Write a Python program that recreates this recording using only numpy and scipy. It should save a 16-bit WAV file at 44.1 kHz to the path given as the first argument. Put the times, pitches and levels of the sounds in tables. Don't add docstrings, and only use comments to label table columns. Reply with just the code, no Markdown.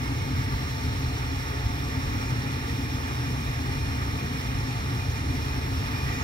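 import sys
import numpy as np
from scipy import signal
from scipy.fft import rfft, irfft, next_fast_len
from scipy.io import wavfile
from scipy.ndimage import uniform_filter1d

SR = 44100
rng = np.random.default_rng(int(sys.argv[2]) if len(sys.argv) > 2 else 0)


def wrap_up_sound(samples):
    columns = np.atleast_2d(samples).T
    tamed = np.clip(columns, -1, 1)
    steps = np.round(tamed * 32767).astype(np.int16)
    wavfile.write(sys.argv[1], SR, steps)


N = 274743
TIME = np.arange(N) / SR
HZ = np.maximum(np.fft.rfftfreq(next_fast_len(N + SR // 4, True), 1 / SR), 1)
JET_TOP_HZ, WHISTLE_HZ, CUTOFF_HZ = 2700, 2425, 15730
HAND_LEAVES_S, HAND_CLEAR_S = 5.73, 5.95


# centre in seconds, deep rumble change in dB, # cabinet hum
# change in dB, half length in seconds.
RUMBLE_SWELLS = [(0.03, -1.5, 1, 0.066), (0.186, -1, 3.5, 0.073), (0.374, 2.5, 5.5, 0.041),
                 (0.53, 6.5, 3, 0.028), (0.78, -5, -0.5, 0.042), (0.878, 5, 4.5, 0.028),
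                 (1.048, 4.5, 6, 0.035), (1.228, 1, 5, 0.028), (1.31, 2, -5, .03), (1.47, 0, -6.5, .045),
                 (1.663, 8, -1.5, 0.035), (2.08, 3, -2, .03), (2.338, -4, 9.5, 0.032), (2.487, -8, 4.5, 0.05),
                 (2.634, -3, -3.5, 0.038), (3.07, -2, -7, 0.025), (3.257, -3.5, 4.5, 0.11),
                 (3.507, 5, 5, 0.015), (3.734, 0, 4.5, 0.054), (3.873, 2.5, -1, .07),
                 (4.037, 2.5, -0.5, 0.065), (4.206, -9, -5, 0.022), (4.347, -4.5, 0, 0.061),
                 (4.57, 3, 9.5, 0.022), (4.72, -9, 4, 0.048), (4.935, -6, 8.5, 0.038), (5.092, 5, 5, 0.014),
                 (5.312, 5.5, 1, 0.056), (5.5, 1.5, -0.5, 0.13), (5.767, 3.5, 2.5, 0.035),
                 (5.9, -1, -3, 0.045), (6.072, 7, 6, 0.015), (6.15, -1, -2, .05)]

def flames(spectrum, split_hz=103):
    centre_s, rumble_db, hum_db, half_s = np.transpose(RUMBLE_SWELLS)
    deep = low_share(split_hz, order=16)
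    rumble = surging(spectrum * deep, surge_db=0.44, surge_hz=7.6, steady_s=0.094, gain_db=-0.85)
    hum = surging(spectrum * (1 - deep), surge_db=0.6, surge_hz=12, steady_s=0.12, gain_db=-0.06)
    rumble *= from_db(swells(zip(centre_s, rumble_db, half_s)))
    hum *= from_db(swells(zip(centre_s, hum_db, half_s)))
    return rumble + hum


# frequency in Hz, level in dB.
ROAR_CURVE = [(15, -75), (30, -71), (40, -60), (62, -49.5), (115, -49.5), (162, -64), (320, -66),
              (520, -73), (1000, -75.5), (1350, -70.5), (2800, -77), (4700, -83.5), (6500, -85),
              (7250, -92.5), (9600, -91.5), (13200, -92.5), (15600, -94)]
# frequency in Hz, left over right in dB,
# likeness of the two sides from 0 to 1, left lead in seconds.
ROAR_IMAGE = [(35, 1, 0.995, 0.0017), (65, -0.3, 0.997, 0.00078), (125, -0.5, 0.99, 0.00036),
              (294, 0, 0.96, 0.0004), (550, 0.5, 0.56, 0.00064), (1110, 3.5, 0.82, 0.00032),
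              (1554, -4.5, 0.8, 0.00023), (2690, -3, 0.61, 0.00013), (4170, -0.5, 0.38, 0.00024),
              (6000, -3, 0.62, 0.000233), (7550, 4.5, 0, 0.00025), (8500, 2, 0.16, 0.00023),
              (9300, -3.5, 0.15, 0.000209), (11200, -5, 0.5, 0.000222), (12700, 0, 0.2, 0.00023)]

def burners():
    level_db, = over_hz(ROAR_CURVE)
    balance_db, likeness, lead_s = over_hz(ROAR_IMAGE)
    direct = np.sqrt(likeness) * turbulence()
    scattered = np.sqrt(1 - likeness) * np.array([turbulence(), turbulence()])
    low_cut = 1 - low_share(15, order=6)
    return from_db(level_db) * low_cut * (direct + scattered) * pan(balance_db, 2 * np.pi * HZ * lead_s)


# pitch in Hz, width in Hz, level in dB,
# left over right in dB, left lead in radians.
CABINET_MODES = [(77.2, 22, -49.7, 0, 0.27), (130.2, 15.7, -48, 1, 0.32), (205.2, 13, -67, 1, 0.7),
                 (264.3, 46.5, -56, 3, 0.4), (368.4, 16, -68.5, 3, 0.1), (433, 45.4, -68, 7.5, 0.5),
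                 (462, 19, -75, -21.5, 3), (532, 60, -76, 0, 2), (716.5, 39, -73, 13, 0.76),
                 (820, 33, -69, -8, 1.1), (893, 129, -68, 1.5, 1.77), (1182, 170, -69, 0, 2),
                 (1323, 103, -67.5, -1, 2.5), (1930, 470, -77, -16.5, 3.5), (2040, 137, -76, 2, -0.9),
                 (2181, 97, -76.5, -19, -1.2), (2388, 62, -71, 2, -0.6), (2450, 54, -71.5, -1, 0.5),
                 (2750, 230, -79.5, -1.5, 3.5), (3355, 210, -87.5, -20, 2), (3770, 250, -81.5, -7, 0.45),
                 (5288, 515, -76.5, -0.5, 0.94), (5550, 340, -78.5, -5.5, 1.06),
                 (8140, 660, -90.5, 10, -2.5), (10860, 330, -89.5, -7, -0.5), (11920, 450, -94, -5, 1.5),
                 (12600, 1300, -96, 4, 2.5)]

def cabinet():
    return sum(ringing(*mode) for mode in CABINET_MODES)


# centre in seconds, change in dB, half length in seconds.
DRONE_SWELLS = [(0.04, 3.5, .07), (0.22, -1, .04), (0.32, 3.5, 0.027), (0.71, -9, 0.037), (1.21, -8, 0.03),
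                (1.55, -4.5, 0.19), (2.15, 1.7, 0.3), (2.65, -1, .04), (2.81, 3.5, 0.083),
                (4.23, 6.5, 0.023), (4.8, -3.5, .05), (5.09, -9, 0.053), (5.28, 3, 0.15)]

def box_drone(spectrum):
    drone = surging(spectrum, surge_db=0.33, surge_hz=6.9, steady_s=0.25, gain_db=0.76)
    return drone * from_db(swells(DRONE_SWELLS))


def roar_body(spectrum, shaded_above_hz=560):
    free = low_share(shaded_above_hz, order=8)
    shaded = hiss(spectrum * (1 - free), uncovered_db=1.7, flutter_db=0.74, flutter_hz=13, gain_db=0)
    return to_sound(spectrum * free) + shaded


# centre in seconds, change in dB, half length in seconds.
JET_GUSTS = [(0.44, -0.5, .08), (1.45, 1.1, 0.29), (2.18, 3, 0.076), (2.31, 2.5, 0.037), (6.21, 2, .05)]

def gas_jets(spectrum):
    rush = hiss(spectrum, uncovered_db=1.5, flutter_db=0.95, flutter_hz=10, gain_db=-0.86)
    return rush * from_db(swells(JET_GUSTS))


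# centre in seconds, change in dB, half length in seconds.
WHISTLE_FLARES = [(0.55, -7, .04), (0.87, 4, .035), (0.99, -3, .035), (2.28, 5.5, .05), (2.56, 1, .06),
                  (2.9, 2, .03), (3.43, 5.5, 0.031), (3.8, 5, 0.07), (4.18, 5, .035), (4.37, 4.5, 0.023),
                  (4.72, 3, 0.019), (5.02, 7, .03), (5.33, 1, .025), (5.51, 3, .025), (5.76, -2, .04),
                  (5.99, 3.5, .035), (6.16, 4, .04)]

def jet_whistle(spectrum, catch_db=1.5, clear_db=3, waver_hz=27.94, flutter_db=2.5):
    breath = surging(spectrum, surge_db=0.6, surge_hz=16, steady_s=0.12, gain_db=-1)
    pitch_hz = WHISTLE_HZ + waver_hz * drift(45.7)
    strength = np.sqrt(2) * from_db(-56.5 + flutter_db * drift(13))
    tone = strength * np.sin(2 * np.pi * np.cumsum(pitch_hz) / SR)
    rise_db = catch_db * (ramp(0.99, 1.2) - 1) + clear_db * ramp(5.8, 5.86)
    return (breath + tone) * from_db(rise_db + swells(WHISTLE_FLARES))


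# frequency in Hz, gain in dB.
OPEN_LOUVRE_EQ = [(2900, 1.5), (4000, 0.5), (4700, 2.6), (5450, 0.8), (7300, 4), (8200, -0.5), (10200, 2),
                  (12000, 1.5), (14000, 1)]

def louvre_hiss(spectrum, opens_s=5.84, flutter_db=0.64):
    slot_band, sizzle_band = band_share(6640, 550), band_share(10860, 210)
    wide = spectrum * (1 - slot_band - sizzle_band)
    lift_db, = over_hz(OPEN_LOUVRE_EQ)
    let_out = to_sound(wide * (from_db(lift_db) - 1)) * (TIME > opens_s)
    wash = (shimmer(wide) + let_out) * from_db(flutter_db * drift(21))
    return wash + slot_rush(spectrum * slot_band) + sizzle(spectrum * sizzle_band)


def shimmer(spectrum, depth_db=0.5, rate_hz=9.6, bands=8):
    edges_hz = np.geomspace(JET_TOP_HZ, CUTOFF_HZ, bands + 1)[1:-1]
    below = [low_share(hz, order=30) for hz in edges_hz]
    shares = np.diff(below, axis=0, prepend=0, append=1)
    return sum(to_sound(spectrum * share) * from_db(depth_db * drift(rate_hz)) for share in shares)


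def slot_rush(spectrum):
    rush = hiss(spectrum, uncovered_db=-0.5, flutter_db=1.2, flutter_hz=17, gain_db=1.9)
    return rush * from_db(4.5 * ramp(5.93, 6.22))


# time in seconds, gain in dB.
SIZZLE_RIDE = [(0, -2), (2.2, -1), (2.7, -0.5), (4.6, 1.2), (5.2, 1), (5.45, 2), (6.2, -1)]

def sizzle(spectrum):
    return to_sound(spectrum) * from_db(over_time(SIZZLE_RIDE))


def early_jet_ring():
    ring = ringing(hz=2186, width_hz=76, level_db=-70, balance_db=-9, lead_rad=0.1)
    return to_sound(ring) * (1 - ramp(0.45, 0.63))


# time in seconds, gain in dB.
LOUVRE_RING_RIDE = [(0, 0), (0.35, 3), (1.1, 3.5), (1.8, -1), (2.4, 3), (3.2, -4), (3.7, 2), (5.3, 1.5),
                    (6.2, -1)]

def louvre_ring():
    ring = ringing(hz=4210, width_hz=310, level_db=-80, balance_db=-8, lead_rad=-1.3)
    return to_sound(ring) * from_db(over_time(LOUVRE_RING_RIDE))


def bay_ring():
    ring = ringing(hz=1935, width_hz=100, level_db=-67.5, balance_db=-8, lead_rad=0.5)
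    unsteady = surging(ring, surge_db=5.5, surge_hz=8.7, steady_s=0.13, gain_db=-3)
    return unsteady * ramp(HAND_LEAVES_S, HAND_CLEAR_S)


# centre in seconds, level in dB, half length in seconds.
HAND_BRUSHES = [(2.14, -92.5, .07), (5.7, -94, .08), (6.0, -96, .07)]

def hand_brushes(low_cut_hz=12000):
    noise = np.array([turbulence(), turbulence()])
    rustle = to_sound(noise * (1 - low_share(low_cut_hz, order=6)))
    return rustle * swells((centre_s, from_db(db), half_s) for centre_s, db, half_s in HAND_BRUSHES)


# pitch in Hz, relative level in dB,
# left over right in dB, left lead in radians.
MOTOR_TONES = [(239.6, -54, 2.8, 0.6), (398.4, -55.6, 2.3, 1.3), (565.2, -56.2, 0.8, 2.3),
               (720, -61.8, 3.9, 0.8), (839.8, -62.4, 0.1, 1.8), (897, -53.8, -0.1, 1.8),
               (959.6, -57.6, 1.1, 2.5), (1016.1, -59.1, 2.3, 2.4), (1080.7, -61.9, 0.4, 2.3),
               (1355.2, -59.3, -2.3, 2.5), (1694.4, -58.5, -5.6, -2.3), (2991.8, -57.3, 0.9, 2.9),
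               (5386, -63, -5.8, 2.6)]

def motors(speed_wander=0.00055, waver_db=2, flicker_db=2.5, gain_db=-2):
    shaft_time = TIME + np.cumsum(speed_wander * drift(0.96)) / SR
    tones = 0
    for hz, level_db, balance_db, lead_rad in MOTOR_TONES:
        unsteady_db = waver_db * drift(1.1) + flicker_db * drift(9)
        strength = np.sqrt(2) * from_db(gain_db + level_db + unsteady_db)
        tone = strength * np.exp(2j * np.pi * hz * shaft_time)
        tones = tones + np.real(tone * pan(balance_db, lead_rad))
    return tones


# centre in Hz, half width in Hz, gain in dB.
CABINET_ECHO_EQ = [(343, 19, -2.5), (650, 37, 1.5), (1445, 27, -3), (2560, 38, 0), (3500, 80, 2),
                   (4600, 200, -1.3), (6050, 130, -0.7), (6330, 70, -3.5), (8860, 200, -3),
                   (10100, 200, -3.5), (11300, 240, 0), (15100, 300, 0)]

def cabinet_echoes():
    return from_db(sum(db * band_share(hz, half_width_hz) for hz, half_width_hz, db in CABINET_ECHO_EQ))


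def room_reflections(wet=0.24, t60_s=0.21, above_hz=1100):
    tail = rng.standard_normal((2, N)) * from_db(-60 * np.minimum(TIME / t60_s, 2))
    tail /= np.sqrt(np.sum(tail ** 2, axis=1, keepdims=True))
    echoes = rfft(tail, 2 * (len(HZ) - 1))
    send = wet * (1 - low_share(above_hz, order=4))
    return (1 + send * echoes) / np.sqrt(1 + send ** 2)


def hiss(spectrum, uncovered_db, flutter_db, flutter_hz, gain_db):
    uncovered = ramp(HAND_LEAVES_S, HAND_CLEAR_S)
    return to_sound(spectrum) * from_db(gain_db + uncovered_db * uncovered + flutter_db * drift(flutter_hz))


def surging(spectrum, surge_db, surge_hz, steady_s, gain_db):
    sound = to_sound(spectrum)
    power = uniform_filter1d(np.mean(sound ** 2, axis=0), int(steady_s * SR))
    levelled = sound * np.sqrt(power.mean() / power)
    return levelled * from_db(gain_db + surge_db * drift(surge_hz))


def ringing(hz, width_hz, level_db, balance_db, lead_rad):
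    resonance = 1 / (1 + 1j * (HZ ** 2 - hz ** 2) / (HZ * width_hz))
    return from_db(level_db) * resonance ** 2 * turbulence() * pan(balance_db, lead_rad)


def turbulence():
    real, imaginary = rng.standard_normal((2, len(HZ)))
    return (real + 1j * imaginary) * np.sqrt(len(HZ) * SR / 2)


def drift(rate_hz):
    wander = to_sound(turbulence() / (1 + (HZ / rate_hz) ** 2))
    return wander / wander.std()


def swells(rows):
    return sum(height * np.exp(-((TIME - centre_s) / half_s) ** 2) for centre_s, height, half_s in rows)


def ramp(start_s, end_s):
    return np.sin(np.pi / 2 * np.clip((TIME - start_s) / (end_s - start_s), 0, 1)) ** 2


def over_time(rows):
    return np.interp(TIME, *np.transpose(rows))


def over_hz(rows):
    hz, *columns = np.transpose(rows)
    return [np.interp(np.log(HZ), np.log(hz), column) for column in columns]


def low_share(edge_hz, order):
    return 1 / (1 + (HZ / edge_hz) ** order)


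def band_share(centre_hz, half_width_hz):
    return 1 / (1 + ((HZ - centre_hz) / half_width_hz) ** 4)


def pan(balance_db, lead_rad):
    left = from_db(balance_db / 2) * np.exp(.5j * lead_rad)
    return np.vstack([left, 1 / left])


def to_sound(spectrum):
    return irfft(spectrum)[..., :N]


def from_db(db):
    return 10 ** (np.asarray(db) / 20)


def scene():
    roar = (burners() + cabinet()) * room_reflections() * cabinet_echoes()
    deep, low = low_share(186, order=12), low_share(313, order=12)
    bright = 1 - low_share(1140, order=4)
    jet_band = low_share(JET_TOP_HZ, order=12)
    whistle_band = band_share(WHISTLE_HZ, half_width_hz=70)
    broad_hiss = roar * bright * (1 - whistle_band)
    rumble = flames(roar * deep)
    drone = box_drone(roar * (low - deep))
    body = roar_body(roar * (1 - low - bright))
    jets = gas_jets(broad_hiss * jet_band)
    rings = early_jet_ring() + louvre_ring() + bay_ring()
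    whistle = jet_whistle(roar * bright * whistle_band)
    treble = louvre_hiss(broad_hiss * (1 - jet_band))
    return rumble + drone + body + jets + rings + whistle + treble + hand_brushes() + motors()


def record(dry):
    return signal.sosfilt(signal.ellip(12, .1, 80, CUTOFF_HZ, fs=SR, output="sos"), dry)


dry = scene()
out = record(dry)
wrap_up_sound(out)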